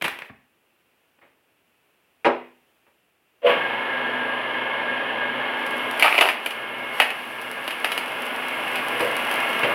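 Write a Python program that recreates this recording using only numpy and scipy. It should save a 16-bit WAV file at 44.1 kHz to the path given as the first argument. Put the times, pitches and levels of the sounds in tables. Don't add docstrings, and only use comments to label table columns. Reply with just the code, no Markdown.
import sys
import numpy as np
from scipy import signal
from scipy.fft import rfft, irfft
from scipy.io import wavfile
from scipy.ndimage import uniform_filter1d, minimum_filter1d

SR = 44100
rng = np.random.default_rng(int(sys.argv[2]) if len(sys.argv) > 2 else 0)


def to_wav(sig):
    pcm = np.clip(np.atleast_2d(sig), -1, 1) * 32767
    pcm = np.round(pcm).astype(np.int16)
    wavfile.write(sys.argv[1], SR, pcm.T)


N = 429534
TIME = np.arange(N) / SR
SWITCH_ON_S = 3.418

# [t/s, crack level/dB, splinter hiss level/dB, length/s, wood resonance f/Hz]
CRACK_EVENTS = [(5.664, -38, -38.5, 0.003, 2600), (5.708, -43, -39, 0.0026, 2600),
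                (5.996, -17.5, -27.5, 0.0059, 2120), (6.024, -3.5, -20.5, 0.011, 2320),
                (6.042, -8, -32, 0.025, 1120), (6.08, -4.5, -34, 0.0024, 2000),
                (6.126, -1.5, -35, 0.00096, 2360), (6.151, -11, -33, 0.0045, 2480),
                (6.179, -4.5, -26, 0.0047, 2550), (6.1874, 3, -29, 0.0012, 1970),
                (6.209, 0, -19, 0.0056, 2680), (6.213, -8, -25, 0.019, 820),
                (6.288, -3.5, -23.5, 0.0029, 2030), (6.461, -10.5, -20.5, 0.0033, 2210),
                (6.507, -18, -28, 0.0032, 2400), (7.0, 1.5, -16.5, 0.0052, 2296),
                (7.019, -8, -24, 0.0072, 1700), (7.104, -11, -26, 0.0014, 2260),
                (7.678, -12.5, -24, 0.002, 2750), (7.707, -19, -32, 0.0072, 2940),
                (7.845, -7.5, -21, 0.0042, 1910), (7.918, -13, -24, 0.0041, 2980),
                (7.977, -13.5, -23.5, 0.0042, 2544), (8.755, -21.5, -34, 0.0098, 2510),
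                (9.005, -25, -32, 0.0082, 2400), (9.312, -28, -32.5, 0.0058, 2792)]
# [f/Hz, level/dB]
CRACK_SPECTRUM = [(40, -38), (120, -35), (300, -1.5), (700, 6.5), (1500, 3.5), (2900, 6), (3400, -4.5),
                  (4000, -14), (5000, -16.5), (7000, -72), (16000, -90)]
# [f/Hz, level/dB]
SPLINTER_SPECTRUM = [(1500, -21), (3000, 5), (4600, 2.5), (6800, -8), (8500, -3), (10300, 7), (12500, 1.5),
                     (16000, -8)]
# [f/Hz, level/dB]
KNOCK_SPECTRUM = [(40, -31), (90, -16), (160, -5.5), (260, -2.5), (600, -2), (1200, 0), (2600, 4.5),
                  (3200, -4), (3900, -11), (6800, -25), (10500, -15), (16000, -19.5)]


def undb(db):
    return 10 ** (np.asarray(db) / 20)


def unit(x):
    return x / np.sqrt(np.mean(x ** 2))


def curves(table):
    s, *columns = np.transpose(table)
    return [np.interp(TIME, s, column) for column in columns]


def walk(rate_hz):
    points = rng.standard_normal(4096)
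    return unit(np.interp(TIME * rate_hz, np.arange(len(points)), points))


def swell(s, attack_s, hold_s, release_s):
    rise = np.minimum(TIME - s, 0) / attack_s
    fall = np.maximum(TIME - s - hold_s, 0) / release_s
    return np.exp(rise - fall)


def colour(x, spectrum, size=4096):
    hz, db = np.transpose(spectrum)
    bins_hz = np.maximum(np.fft.rfftfreq(size, 1 / SR), 1)
    response_db = np.interp(np.log(bins_hz), np.log(hz), db)
    cepstrum = irfft(np.log(undb(response_db)))
    cepstrum[1:size // 2] *= 2
    cepstrum[size // 2 + 1:] = 0
    impulse = irfft(np.exp(rfft(cepstrum)))
    return signal.oaconvolve(x, impulse)[:len(x)]


def resonate(x, hz, width_hz):
    return signal.lfilter(*signal.iirpeak(hz, hz / width_hz, fs=SR), x)


def butter(x, order, hz, kind):
    return signal.sosfilt(signal.butter(order, hz, kind, fs=SR, output="sos"), x)


def add(track, s, x):
    start = int(s * SR)
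    track[start:start + len(x)] += x[:N - start]


def burst(length_s, spread_db, size=16384):
    sign, strength = rng.standard_normal((2, size))
    decay = np.exp(-(TIME[:size] / length_s) ** 2)
    return np.sign(sign) * undb(spread_db * strength) * decay


def blow(x, db, length_s):
    return x * undb(db) * np.sqrt(length_s * SR / np.sum(x ** 2))


def crackle(rate_hz, spread_db, rub_db):
    snapping = rng.random(N) < rate_hz / SR
    size = np.minimum(rng.exponential(size=N), 4.5)
    fibres = snapping * undb(spread_db * size) * rng.choice([-1, 1], N)
    return unit(fibres) + undb(rub_db) * rng.standard_normal(N)


def tone(cycles, waver, rate_hz):
    phase = 2 * np.pi * (cycles - np.floor(cycles))
    in_phase = (1 + waver * walk(rate_hz)) * np.cos(phase)
    quadrature = waver * walk(rate_hz) * np.sin(phase)
    return np.sqrt(2 / (1 + 2 * waver ** 2)) * (in_phase + quadrature)


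def shed(x, wet_db, gap_s=0.0013, split_hz=3500, t60_s=0.45, treble_t60_s=0.27):
    t = TIME[:SR // 2]
    decay = -np.log(1000) * t
    low = butter(rng.standard_normal(len(t)), 2, split_hz, "low") * np.exp(decay / t60_s)
    high = butter(rng.standard_normal(len(t)), 2, split_hz, "high") * np.exp(decay / treble_t60_s)
    tail = (low + high) * (1 - np.exp(-(t / gap_s) ** 2))
    tail = tail / np.sqrt(np.sum(tail ** 2))
    return x + undb(wet_db) * signal.oaconvolve(x, tail)[:N]


def motor():
    # [t/s, speed/(turns/s)]
    shaft = [(3.42, 20), (3.50, 24.98), (5.4, 24.98), (5.98, 24.85), (6.07, 24.3), (6.19, 24.15),
             (6.33, 24.85), (6.5, 24.97), (9.74, 24.98)]
    # [t/s, share 0-1]
    side_load = [(3.7, 0.09), (4.6, 0.06), (5.1, 0.06), (5.7, 0.13), (6.7, 0.67), (8.6, 1)]
    # [f/Hz, unloaded level/dB, loaded level/dB]
    lines = [(124.9, -56, -57), (249.8, -46, -45), (562, -45, -47), (787, -50, -47), (899.2, -41, -48),
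             (924.3, -43, -51), (1363, -47, -40), (1464, -46, -40), (1634, -40, -44), (1659, -39, -43),
             (1768, -43, -45), (2069, -49, -48), (2176.5, -40, -35), (2715, -56, -48), (2916, -50, -49),
             (7100, -82, -82), (9798, -69, -66), (12597, -80, -80)]
    # [f/Hz, level/dB]
    free_spectrum = [(40, -45), (70, -27), (130, -17.5), (220, -2.5), (380, 2), (520, 0.5), (680, 1),
                     (1050, 5.5), (1450, -2.5), (2100, -1), (3150, -0.5), (3800, -18), (6500, -47),
                     (10500, -41.5), (16000, -48)]
    # [f/Hz, level/dB]
    loaded_spectrum = [(40, -49), (70, -26), (130, -17.5), (220, -3), (380, -1.5), (560, 0), (1100, 3),
                       (1500, -3.5), (2750, 2), (3200, -4.5), (3800, -19), (6800, -41), (10500, -23),
                       (16000, -33.5)]
    # [f/Hz, width per pass/Hz, level/dB]
    housing = [(538, 170, -7), (1637.4, 34, 4), (1722, 112, -2.5), (2145, 40, -2)]
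    free_turns_per_s = 24.98
    surge_s, attack_s, hold_s, release_s = 3.47, 0.013, 0.043, 0.06

    load = np.clip(curves(side_load)[0], 0, 1)
    speed = curves(shaft)[0]
    turns = np.cumsum(speed) / SR
    running = (TIME > SWITCH_ON_S) * swell(surge_s, attack_s, N / SR, release_s)
    surge = np.exp(-np.maximum(TIME - surge_s - hold_s, 0) / release_s)

    free = unit(colour(rng.standard_normal(N), free_spectrum))
    loaded = unit(colour(rng.standard_normal(N), loaded_spectrum))
    noise = np.sqrt(1 - load) * free + np.sqrt(load) * loaded
    throb = 1 + 0.065 * np.sin(2 * np.pi * turns) + 0.046 * np.sin(2 * np.pi * 2 * turns)
    whirr = unit(shed(noise, wet_db=-8.5)) * throb
    whirr_db = -29 + 9.5 * surge + 4 * load + 0.19 * walk(9.5)

    rolling = rng.standard_normal(N)
    ring = 0
    for hz, width_hz, db in housing:
        ring = ring + undb(db) * resonate(resonate(rolling, hz, width_hz), hz, width_hz)
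    ring_db = -1.5 - 6.5 * np.maximum(load, surge) - 46 * (free_turns_per_s - speed)

    whine = 0
    for hz, free_db, loaded_db in lines:
        line_db = free_db + load * (loaded_db - free_db)
        whine = whine + undb(line_db) * tone(hz * turns / free_turns_per_s, waver=0.43, rate_hz=6.5)
    return running * (undb(whirr_db) * (whirr + undb(ring_db) * unit(ring)) + whine)


def shudder():
    # [f/Hz, level/dB]
    growl_lines = [(492, -1), (570, -4), (675, -7.5)]
    # [t/s, level/dB, attack/s, hold/s, release/s]
    shakes = [(3.451, -14.5, 0.0083, 0.019, 0.064), (9.023, -24.5, 0.05, 0.05, 0.035),
              (9.636, -29.5, 0.008, 0.07, 0.06)]
    growl = sum(undb(db) * tone(hz * TIME, waver=0.39, rate_hz=90) for hz, db in growl_lines)
    shaken = sum(undb(db) * swell(s, attack_s, hold_s, release_s)
                 for s, db, attack_s, hold_s, release_s in shakes)
    return unit(growl) * shaken * (TIME > SWITCH_ON_S)


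def cracks(ring_db=5.0, ring_width_hz=600, after_db=-11, after_lengths=4.6):
    out = np.zeros(N)
    for s, db, hiss_db, length_s, hz in CRACK_EVENTS:
        main_break = burst(length_s, spread_db=5.0)
        run_on = burst(after_lengths * length_s, spread_db=7.0)
        snaps = main_break + undb(after_db) * run_on
        body = colour(snaps, CRACK_SPECTRUM)
        ringing = body + undb(ring_db) * resonate(body, hz, ring_width_hz)
        add(out, s, blow(ringing, db, length_s))
        add(out, s, blow(colour(snaps, SPLINTER_SPECTRUM), hiss_db, length_s))
    return shed(out, wet_db=-6.0)


def tearing(tear_db=-33, snap_db=-21, flick_db=-1, uneven_db=0.6):
    # [t/s, level/dB]
    rub_levels = [(4.9, -85), (5.4, -65), (5.8, -51), (6.7, -57.5), (7.2, -44), (8.3, -47), (9.6, -47),
                  (9.74, -50.5)]
    strained_db, strained_attack_s, strained_release_s = -22.5, 0.051, 0.1

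    split = swell(6.05, attack_s=0.022, hold_s=0.25, release_s=0.035)
    rub_db = curves(rub_levels)[0] + uneven_db * walk(9.8)
    rubbing = undb(rub_db) * (TIME > rub_levels[0][0])
    strained_power = 0
    for s, _, hiss_db, length_s, _ in CRACK_EVENTS:
        strain = swell(s, strained_attack_s, length_s, strained_release_s)
        strained_power = strained_power + (undb(hiss_db + strained_db) * strain) ** 2
    effort = np.sqrt(rubbing ** 2 + strained_power + (undb(tear_db) * split) ** 2)

    fibres = colour(crackle(rate_hz=350, spread_db=1.5, rub_db=2.5), SPLINTER_SPECTRUM)
    flicks = colour(crackle(rate_hz=20, spread_db=2.5, rub_db=-30), SPLINTER_SPECTRUM)
    snaps = colour(crackle(rate_hz=240, spread_db=5.0, rub_db=-12), CRACK_SPECTRUM)
    return (unit(shed(fibres, wet_db=2.5)) * effort
            + unit(shed(flicks, wet_db=-4)) * undb(flick_db) * rubbing
            + unit(shed(snaps, wet_db=-6.0)) * undb(snap_db) * split)


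def steel_table(plate_db=1, plate_t60_s=0.32, plate_low_hz=330, plate_top_hz=1050, radiates_hz=210):
    # [f/Hz, level/dB, t60/s]
    modes = [(248, -11, .48), (345, -4, .4), (411, -4, .36), (465, -3, .3), (565, 0, .28), (624, -4, .28),
             (824, -1, .2), (950, -5, .22), (1333, -8, .27), (1625, -3, .2), (2288, -14, .2)]
    t = TIME[:SR // 2]
    decay = -np.log(1000) * t
    frame = 0
    for hz, db, t60_s in modes:
        frame = frame + undb(db) * np.sin(2 * np.pi * (hz * t + rng.random())) * np.exp(decay / t60_s)
    plate = butter(rng.standard_normal(len(t)), 3, [plate_low_hz, plate_top_hz], "band")
    plate = plate * np.exp(decay / plate_t60_s)
    return butter(unit(frame) + undb(plate_db) * unit(plate), 4, radiates_hz, "high")


def knocks(ring_rise=0.4):
    # [t/s, level/dB, contact length/s, dull above f/Hz, ring re knock/dB]
    contacts = [(0.013, -30.5, 0.009, 3500, -20), (0.022, -21.5, 0.006, 13000, -35),
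                (0.042, -22.5, 0.023, 11000, -31), (0.08, -22.5, 0.0056, 12800, -28),
                (0.189, -31, 0.0026, 10000, -31), (0.22, -29.5, 0.0038, 5030, -16),
                (0.297, -42.5, 0.0097, 1500, -22), (0.301, -44, 0.0086, 105, -30),
                (1.186, -61, 0.013, 1500, -16), (1.213, -58, 0.064, 2500, -3.5),
                (2.246, -20, 0.0037, 3500, 3), (2.25, -22.5, 0.03, 4500, 10),
                (2.866, -61.5, 0.021, 1500, -2), (8.791, -27, 0.011, 3506, -16),
                (9.0, -25, 0.034, 1200, -2), (9.632, -20, 0.025, 3200, -3.5), (9.693, -31, 0.046, 1200, 0)]
    table = steel_table()
    wood, steel = np.zeros((2, N))
    for s, db, length_s, dull_hz, ring_db in contacts:
        contact = colour(burst(length_s, spread_db=3.5), KNOCK_SPECTRUM)
        softened = butter(contact, 2, min(dull_hz, SR / 3), "low")
        add(wood, s, blow(softened, db, length_s))
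        build_up = 1 - np.exp(-TIME[:len(table)] / (ring_rise * length_s))
        add(steel, s, blow(table * build_up, db + ring_db, length_s))
    return shed(wood, wet_db=-6.5) + steel


def sliding(level_db=-37, stop_s=0.32, stop_fade_s=0.06):
    bark = colour(crackle(rate_hz=1500, spread_db=9.5, rub_db=-4.5), KNOCK_SPECTRUM)
    motion = swell(0.012, attack_s=0.0012, hold_s=0.039, release_s=0.17)
    motion = motion * np.clip((stop_s - TIME) / stop_fade_s, 0, 1)
    return unit(shed(bark, wet_db=6)) * undb(level_db) * motion


def quiet(level_db=-66.5):
    # [f/Hz, level/dB]
    spectrum = [(40, -10), (120, -5), (400, 0), (1000, -5), (2100, -6), (2700, -2), (4000, -17),
                (6500, -22), (10500, -17), (16000, -17)]
    return unit(colour(rng.standard_normal(N), spectrum)) * undb(level_db + walk(2.2))


def scene():
    return (motor() + shudder() + cracks() + tearing() + knocks() + sliding() + quiet())[None]


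def gain_control(x, ceiling_db=-9.0, hold_s=0.28, recovery_db_per_s=4.0, size=300):
    power = np.maximum(uniform_filter1d(x[0] ** 2, size), 1e-12)
    excess_db = np.maximum(10 * np.log10(power) - ceiling_db, 0)
    hold = int(hold_s * SR)
    held_db = -minimum_filter1d(-excess_db, hold, origin=(hold - 1) // 2)
    climb_db = recovery_db_per_s * TIME
    return x * undb(climb_db - np.maximum.accumulate(held_db + climb_db))


def record(dry, clip=0.92, rumble_hz=55, top_hz=16000):
    clipped = np.clip(gain_control(dry), -clip, clip)
    rumble_free = butter(clipped, 4, rumble_hz, "high")
    return signal.sosfilt(signal.ellip(10, .2, 80, top_hz, fs=SR, output="sos"), rumble_free)


dry = scene()
out = record(dry)
to_wav(out)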